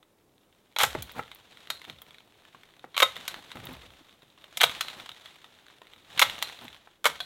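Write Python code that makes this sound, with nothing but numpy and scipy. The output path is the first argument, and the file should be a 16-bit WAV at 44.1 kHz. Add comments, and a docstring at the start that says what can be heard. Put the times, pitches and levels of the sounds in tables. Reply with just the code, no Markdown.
"""Faint outdoor air and small twig snaps open a quiet forest edge; at 0.83 s loppers cut the first branch.
It splits in a quick run of fibre-break bursts ringing the stem; wood drops, steel jaws clack and chatter.
Twigs snap, brush and litter rustle as filtered grains, and steps crunch and thud as the worker moves.
Four more cuts follow near 3.0, 4.6, 6.2 and 7.1 s; noise echoes from the trunks trail each sound."""
import sys
import numpy as np
from scipy import signal
from scipy.fft import rfft, irfft
from scipy.io import wavfile

SR = 44100
rng = np.random.default_rng(int(sys.argv[2]) if len(sys.argv) > 2 else 0)


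def pcm_store(signal):
    """Save signal as 16-bit PCM."""
    levels = np.round(np.clip(np.atleast_2d(signal), -1, 1) * 32767)
    wavfile.write(sys.argv[1], SR, levels.astype(np.int16).T)


N = 319725
TIME = np.arange(N) / SR
LEVEL_WINDOW_S = 0.005  # snap and tick levels are rms over this

# branches cut through: (time [s], stem note [Hz], ring [dB], wood body over crack [dB], thud [dB],
# shaken brush [dB], settling [dB/s])
CUTS = [(0.829, 860, -2.5, 2.5, -36, -40, 60), (3.027, 1113, 5, -0.5, -49, -45.5, 32.5),
        (4.632, 767, -7, -2.5, -45, -42, 24), (6.226, 1254, -5, -2.5, -45, -38.5, 45),
        (7.059, 1230, 3, 1.5, -48, -44.5, 66)]
# shoes pressing litter and springy ground: (time [s], crunch [dB], length [s], thud [dB])
STEPS = [(1.157, -39.5, 0.045, -41.5), (1.874, -48.5, 0.033, -47), (3.31, -50.5, .09, -63.5),
         (3.551, -48.5, 0.052, -41), (3.63, -47, 0.067, -42), (3.69, -45.5, 0.069, -38.5),
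         (3.83, -56.5, 0.025, -49), (4.95, -48.5, 0.082, -60), (6.62, -46.5, 0.031, -53)]
# resonances of a branch: (frequency [Hz], level [dB], t60 [s])
BRANCH_MODES = [(570, -4, 0.029), (692, 4.5, 0.0088), (980, -4, 0.0055), (1346, 1, 0.031),
                (2130, 3.5, 0.021), (2970, -16, 0.016), (3090, -6, 0.01), (3930, -1.5, 0.059)]


def undb(db):
    """Decibels to gain."""
    return 10 ** (np.asarray(db) / 20)


def unit(x):
    """Scale to rms 1."""
    return x / np.sqrt(np.mean(x ** 2))


def norm(x):
    """Scale to energy 1."""
    return x / np.sqrt(np.sum(x ** 2) + 1e-18)


def add(out, s, x):
    """Mix x into out from time s."""
    i = int(s * SR)
    out[i:i + len(x)] += x[:max(N - i, 0)]


def cut(x, hz, kind, order=4):
    """Butterworth filter."""
    return signal.sosfilt(signal.butter(order, hz, kind, fs=SR, output="sos"), x)


def colour(x, points, size=4096):
    """Minimum-phase filter through (frequency [Hz], level [dB]) points."""
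    hz, db = np.transpose(points)
    f = np.maximum(np.arange(size // 2 + 1) * SR / size, 1)
    gain = undb(np.interp(np.log(f), np.log(hz), db))
    # folding the cepstrum makes the response causal
    cepstrum = irfft(np.log(gain))
    cepstrum[1:size // 2] *= 2
    cepstrum[size // 2 + 1:] = 0
    response = irfft(np.exp(rfft(cepstrum)))
    return signal.fftconvolve(x, response)[:len(x)]


def fade(t, t60):
    """Exponential decay, 60 dB down after t60."""
    return np.exp(-np.log(1000) * t / t60)


def walk(rate):
    """Slow random curve with `rate` knots a second and a spread near 1."""
    knots = rng.standard_normal(int(N / SR * rate) + 2)
    return np.interp(TIME * rate, np.arange(len(knots)), knots)


def clicks(count, spread_db):
    """Dense clicks of either sign, a few much larger than the rest."""
    sizes = undb(spread_db * np.minimum(rng.exponential(size=count), 6))
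    return rng.standard_normal(count) * sizes


def snap(length_s, levels_db, modes, ring_db, scatter_db, scatter_t60, detune, lead, pitch=1, size=6144):
    """One fibre goes first (`lead`), the rest follow and ring the modes; stems and ground scatter it."""
    # colour of the break: (frequency [Hz], level [dB])
    wood_tone = [(40, -45.5), (100, -22), (270, -27), (450, -15), (720, -1), (1050, 1), (1380, -0.5),
                 (1750, -2), (2100, -1), (2600, -5.5), (3300, 2), (3900, 1.5), (4700, -8), (16000, -32.5)]
    body_top_hz, crack_top_hz = 1864, 3964
    t = np.arange(size) / SR
    first = lead * (t == 0)
    rebound = undb(scatter_db) * norm(clicks(size, 1.1) * fade(t, scatter_t60))
    fibres = clicks(size, 2.5) * np.exp(-(t / length_s) ** 2)
    force = norm(first + norm(fibres)) + rebound

    hz, db, t60 = np.transpose(modes)[:, :, None]
    hz = hz * pitch * (1 + detune * rng.standard_normal(hz.shape))  # each piece has its own size
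    ring = norm(np.sum(undb(db) * fade(t, t60) * np.cos(2 * np.pi * hz * t), axis=0))
    ringing = norm(signal.fftconvolve(force, ring)[:size])
    sound = norm(colour(force, np.array(wood_tone) * [pitch, 1])) + undb(ring_db) * ringing
    body = cut(cut(sound, body_top_hz * pitch, "low", order=2), 2460, "low")
    crack = cut(cut(sound, body_top_hz, "high"), crack_top_hz, "low", order=8)

    # the sharpest treble comes as the break starts
    tearing = norm(clicks(size, 6.0) * np.exp(-t / (1.2 * length_s)))
    tear = norm(first + tearing) + 2.03 * rebound
    edge_tone = [(4500, 1), (6500, 5), (9500, 0.0), (13000, 2.5), (16000, -10)]
    edge = colour(cut(tear, crack_top_hz, "high", order=6), edge_tone)
    parts = sum(undb(d) * norm(p) for d, p in zip(levels_db, (body, crack, edge)))
    return parts * np.sqrt(LEVEL_WINDOW_S * SR)


def branches():
    """Each cut is a run of fibre breaks ringing the stem, fullest near the break through the heartwood."""
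    # fibre bundles giving way, before the output filter and trim:
    # (time [s], break length [s], crack level [dB], tearing edge over crack [dB])
    splits = [(0.7629, 0.0042, -24, -18), (0.7862, 0.0023, -23.5, -3), (0.793, .015, -21.5, -7),
              (.802, .01, -18, -12), (.812, 0.031, -16.5, -6), (0.8333, 0.0039, -18.5, -0.5),
              (.837, 0.0093, -17, -19.5), (2.944, 0.013, -35.5, -23.5), (2.966, 0.0058, -23.5, -13),
              (2.9781, 0.00097, -19, -10), (2.987, 0.028, -27, -4), (3.002, 0.0046, -15.5, -10),
              (3.021, .0046, -15, -15), (3.0259, .0056, -9.5, -12.5), (4.572, 0.0037, -25.5, -3.5),
              (4.602, 0.0034, -29, -20), (4.6081, 0.0066, -15.5, -16.5), (4.614, 0.0048, -13.5, -8),
              (4.624, 0.014, -22, -15.5), (4.633, .0048, -14.5, -7.5), (4.6382, 0.0043, -9.5, -12.5),
              (6.176, 0.011, -26.5, -16), (6.1938, 0.0034, -13.5, -5), (6.1998, 0.0011, -18.5, -23.5),
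              (6.216, 0.0067, -12.5, -7.5), (6.221, 0.0059, -11, -14.5), (6.2252, .005, -15, -19.5),
              (7.043, 0.024, -22, -7.5), (7.055, 0.0045, -14, -8.5), (7.063, 0.007, -15.5, -9.5)]
    bark_thin_db, heart_s = 8.5, 0.023  # outer fibres have less body than the heartwood
    out = np.zeros(N)
    for s, length_s, db, edge_db in splits:
        through_s, note_hz, ring_db, body_db, *_ = min(CUTS, key=lambda row: abs(row[0] - s))
        outer = 1 - np.exp(-abs(through_s - s) / heart_s)
        levels_db = (db + body_db - bark_thin_db * outer, db, db + edge_db)
        modes = [*BRANCH_MODES, (note_hz, 6, .022)]
        add(out, s, snap(length_s, levels_db, modes, ring_db, scatter_db=-11, scatter_t60=.06,
                         detune=.025, lead=.35))
    return cut(out, 450, "high", order=2) * undb(-1.7)  # a thin stem radiates little bass


def jaws(size=12000):
    """The blade slips out of the cut, the steel rings briefly and the loose joint chatters."""
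    # jaws coming free: (time [s], strongest note [Hz], ring [dB], crack level [dB], edge over crack [dB])
    clacks = [(1.023, 3420, 24, -39, -1.5), (1.702, 3686, -4, -25, -8.5), (3.279, 3760, -4.5, -28, -3.5),
              (4.8089, 3940, -8.5, -23, -7.5), (6.425, 3880, -18, -23, -7), (7.2033, 3370, 7, -27, -17)]
    # steel resonances: (frequency [Hz], level [dB], t60 [s])
    steel_modes = [(716, -13, 0.054), (1532, -8.5, 0.051), (2380, -12, 0.029), (3480, -18.5, 0.026),
                   (3870, -12.5, 0.021), (4170, -7, 0.046)]
    # colour of loose blade and handles: (frequency [Hz], level [dB])
    chatter_tone = [(600, -23), (1100, -8.5), (2200, -16.5), (3300, -20), (4100, 10.5), (4700, -12.5),
                    (5600, -18), (8000, -15.5), (12000, -16), (16000, -31)]
    body_db, chatter_db, chatter_t60_s = -9, -19.5, 0.39  # levels relative to the crack
    out, t = np.zeros(N), np.arange(size) / SR
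    for s, note_hz, ring_db, db, edge_db in clacks:
        modes = [*steel_modes, (4500, -7, .04), (note_hz, 0, .035)]
        levels_db = (db + body_db, db, db + edge_db)
        add(out, s, snap(0.0037, levels_db, modes, ring_db, scatter_db=-6, scatter_t60=0.042,
                         detune=0.0045, lead=0.55))
        chatter = unit(colour(clicks(size, 3.5), chatter_tone)) * fade(t, chatter_t60_s)
        add(out, s + .002, undb(db + chatter_db) * chatter)
    return out


def ticks(size=2048):
    """Thin stiff needles and grit tick only in the highest treble."""
    # dry ticks: (time [s], level [dB])
    tick_rows = [(1.025, -32.5), (1.119, -46), (1.348, -45), (2.018, -45), (3.654, -41.5), (3.73, -49),
                 (6.643, -52)]
    tone = [(3000, -31), (7000, -14), (11000, -4), (13500, 1), (16000, 0.0)]
    out, t = np.zeros(N), np.arange(size) / SR
    for s, db in tick_rows:
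        tick = colour(clicks(size, 1.7) * fade(t, 0.019), tone)
        add(out, s, undb(db) * norm(tick) * np.sqrt(LEVEL_WINDOW_S * SR))
    return out


def boughs(start_hz=270, rest_hz=55, size=20000):
    """Jolts send bending waves down the boughs; high ones run faster, so each arrives as a sinking thud."""
    # wood landing on the ground: (time [s], thud [dB], 1/e fade [s])
    drops = [(.951, -32.5, .05), (2.546, -59, 0.027), (2.841, -55, 0.017), (3.191, -51, .024),
             (4.008, -54, .008), (6.647, -48.5, 0.018)]
    cut_contact_s, step_contact_s, drop_contact_s = .01, .027, 0.0041
    cut_fade_s, step_fade_s = 0.092, 0.07
    out, t = np.zeros(N), np.arange(size) / SR
    hz = rest_hz + start_hz * np.exp(-t / .026)
    jolts = [(s, db, cut_contact_s, cut_fade_s) for s, _, _, _, db, _, _ in CUTS]
    jolts += [(s, db, step_contact_s, step_fade_s) for s, _, _, db in STEPS]
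    jolts += [(s, db, drop_contact_s, fade_s) for s, db, fade_s in drops]
    for s, db, contact_s, fade_s in jolts:
        envelope = np.exp(-t / fade_s) * (1 - np.exp(-t / 0.0081))
        wave = np.sin(2 * np.pi * np.cumsum(hz) / SR) * envelope
        wave = cut(wave, 95, "high", order=1)  # the slow deep waves radiate weakly
        strike = norm(clicks(size, 6.7) * np.exp(-t / contact_s))
        contact = strike + 0.21 * norm(clicks(size, 0.99) * fade(t, 0.4))
        ground = norm(cut(cut(contact, 460, "low", order=2), 50, "high", order=2))
        thud = norm(norm(signal.fftconvolve(contact, wave)[:size]) + 0.93 * ground)
        add(out, s, undb(db) * thud * np.sqrt(0.0093 * SR))  # rms over 9.3 ms
    return out


def crackle(rate, spread_db, bed_db):
    """Tiny contacts at `rate` a second, each smeared by the foliage, over a soft bed of rubbing."""
    struck = (rng.random(N) < rate / SR) * rng.choice([-1, 1], N)
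    grains = struck * undb(spread_db * np.minimum(rng.exponential(size=N), 4.5))
    power = signal.lfilter([1], [1, -np.exp(-1 / (0.0036 * SR))], grains ** 2)
    smeared = unit(np.sqrt(power) * rng.standard_normal(N))
    bed = undb(bed_db) * rng.standard_normal(N)
    return unit(smeared + 0.43 * unit(grains) + bed)


def pressing():
    """The weight of each step comes on, holds and lets go."""
    power = np.zeros(N)
    for s, db, length_s, _ in STEPS:
        half_s = length_s / 2
        power += undb(2 * db) * np.exp(-((TIME - s - half_s) / half_s) ** 4)
    return np.sqrt(power)


def steps(weight):
    """A shoe presses needles and rotten sticks into a short dull crunch."""
    tone = [(60, -11.5), (200, 1.5), (450, -7.0), (800, -1), (1300, -7), (2200, -11), (4000, -17.0),
            (5000, -27.5), (16000, -28.5)]
    return unit(colour(crackle(rate=540, spread_db=12, bed_db=-1.5), tone)) * weight


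def twig(db, thickness):
    """Small dry wood breaks in one go; a thicker stick is duller, lower and slower."""
    tilt_db, edge_db, dull_db = 15.5, -16.5, 12  # thick sticks trade crack for body and lose their edge
    levels_db = (db - tilt_db * (1 - thickness), db - tilt_db * thickness, db + edge_db - dull_db * thickness)
    bulk = thickness ** 2
    return snap(.002 + 0.0036 * bulk, levels_db, BRANCH_MODES, ring_db=-4, scatter_db=-9,
                scatter_t60=0.064, detune=.08, lead=.55, pitch=2 ** (-.7 * bulk))


def twigs(rustle):
    """A few sticks snap clearly; many small ones go at random, as hard as the brush is moving."""
    # louder sticks: (time [s], level before tilt and output trim [dB], thickness [0-1])
    loud_twigs = [(0.027, -50, 0.37), (.949, -26, 1), (1.192, -26, 1), (1.314, -37, 0.2),
                  (1.671, -41.5, 0.2), (1.815, -38, 0.28), (1.897, -34.5, 0.1), (2.017, -40, 0.32),
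                  (2.106, -46, 0.1), (2.143, -47.5, 0), (2.182, -48, .05), (2.203, -48.5, .3),
                  (2.45, -46, 0.35), (2.546, -42, 0.79), (2.632, -45.5, 0.26), (2.841, -37.5, 1),
                  (3.341, -30, 0.4), (3.515, -37.5, 0.14), (3.569, -35.5, 0.6), (4.44, -39.5, 0.33),
                  (4.882, -32, 0), (4.998, -36.5, 0.16), (5.442, -40, 0.37), (5.682, -46.5, 0.3),
                  (5.816, -41, 0.68), (6.38, -34.5, 0.23), (6.872, -44.5, 0.78), (7.154, -41, 0.16)]
    small_per_s, small_db, small_spread_db = 9.9, 8, 10.5  # levels over the rustle, before tilt and trim
    out = np.zeros(N)
    for s, db, thickness in loud_twigs:
        add(out, s + 0.0012, twig(db, thickness))
    for when, strength, thickness in rng.random((int(small_per_s * N / SR), 3)):
        db = small_db + small_spread_db * (2 * strength - 1)
        add(out, when * N / SR, rustle[int(when * N)] * twig(db, thickness / 2))
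    return out * undb(-0.5)


def shaking():
    """Each cut lets the bush spring back: it shakes at once and settles at a steady rate."""
    rise_s = 0.026
    power = np.zeros(N)
    for s, *_, db, settle_db_per_s in CUTS:
        age = np.maximum(TIME - s, 0)
        power += (undb(db - settle_db_per_s * age) * (1 - np.exp(-age / rise_s))) ** 2
    return np.sqrt(power)


def undergrowth(rustle, shifting):
    """Leaves brush past tool and clothes, dry tips tick, and the soft litter shifts underfoot."""
    # colour of leaves and tips: (frequency [Hz], level [dB])
    brush_tone = [(300, -13.5), (700, -1), (1500, -1.5), (2600, -1), (3700, 2.5), (4200, -3.5), (4800, -11),
                  (7000, -13.5), (11000, -20.5), (16000, -25.5)]
    # colour of ground litter: (frequency [Hz], level [dB])
    litter_tone = [(25, -15.5), (70, -3), (130, 0), (300, -2.5), (700, -4.5), (1300, -12), (2500, -25.5)]
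    leaves = unit(colour(crackle(rate=960, spread_db=5.5, bed_db=0.0), brush_tone)) * undb(2.0 * walk(25))
    contacts = (rng.random(N) < 35 / SR) * rng.standard_normal(N)  # 35 a second
    scraping = signal.lfilter([1], [1, -np.exp(-1 / (.002 * SR))], contacts) * rng.standard_normal(N)
    tips = unit(colour(scraping, brush_tone)) * undb(-5)
    tread = unit(colour(crackle(rate=220, spread_db=3.5, bed_db=-3), litter_tone)) * undb(1.1 * walk(11))
    return (leaves + tips) * rustle + tread * shifting


def forest(x, size=70000):
    """Near trunks answer at once; deeper ones leave a long thin tail that loses its treble."""
    t = np.arange(size) / SR
    onset = 1 - np.exp(-(t / 0.0037) ** 2)
    near = norm(cut(clicks(size, 2.0), 14000, "low", order=1) * onset * fade(t, 0.21))
    far = cut(clicks(size, 4.7), 400, "high", order=1) * onset
    far_low = cut(far, 4900, "low", order=2) * fade(t, 1.4)
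    far_high = cut(far, 3900, "high", order=2) * fade(t, .9)
    echoes = undb(-14.5) * near + undb(-37.5) * norm(far_low + far_high)
    return signal.fftconvolve(x, echoes)[:N]


def air():
    """Faint outdoor background: coloured noise whose level drifts slightly."""
    # colour of the background: (frequency [Hz], level [dB])
    air_tone = [(15, -52), (25, -6.5), (53, -13), (76, -10.5), (127, -6.5), (170, -9.5), (249, -8),
                (309, -6.5), (476, -8.5), (1890, -24.5), (3620, -30.5), (4740, -29.5), (16000, -30.5)]
    return unit(colour(rng.standard_normal(N), air_tone)) * undb(-67 + .6 * walk(3.5))


def scene():
    """Stirring, shaken bushes and steps move the undergrowth; all the woodwork sounds through the trees."""
    # how busily the worker stirs the undergrowth: (time [s], rustle [dB])
    stir_levels = [(0, -80), (.72, -72), (1.1, -55.5), (1.42, -62), (1.75, -57), (2.25, -63), (2.85, -66.5),
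                   (3.25, -56), (3.7, -54.5), (4.35, -66.5), (4.55, -58), (5.55, -67), (6.05, -63),
                   (6.18, -47.5), (6.35, -56), (6.75, -57), (7.0, -81), (7.25, -58)]
    tread_db, shaken_litter_db = -6.5, -13.5  # litter under the stirring and under a shaken bush
    step_rustle_db = -10  # leaves under a step
    stir, shake, weight = undb(np.interp(TIME, *np.transpose(stir_levels))), shaking(), pressing()
    rustle = np.sqrt(stir ** 2 + shake ** 2 + (undb(step_rustle_db) * weight) ** 2)
    shifting = np.hypot(undb(tread_db) * stir, undb(shaken_litter_db) * shake)
    work = branches() + jaws() + ticks() + boughs() + steps(weight) + twigs(rustle)
    return (work + forest(work) + undergrowth(rustle, shifting) + air())[None]


def record(dry):
    """Smooth saturation rounds the tallest peaks; a steep low-pass cuts the top above 16 kHz."""
    rounded = dry / (1 + dry ** 4) ** (1 / 4)
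    return signal.sosfilt(signal.ellip(10, .2, 80, 16000, fs=SR, output="sos"), rounded)


dry = scene()
out = record(dry)
pcm_store(out)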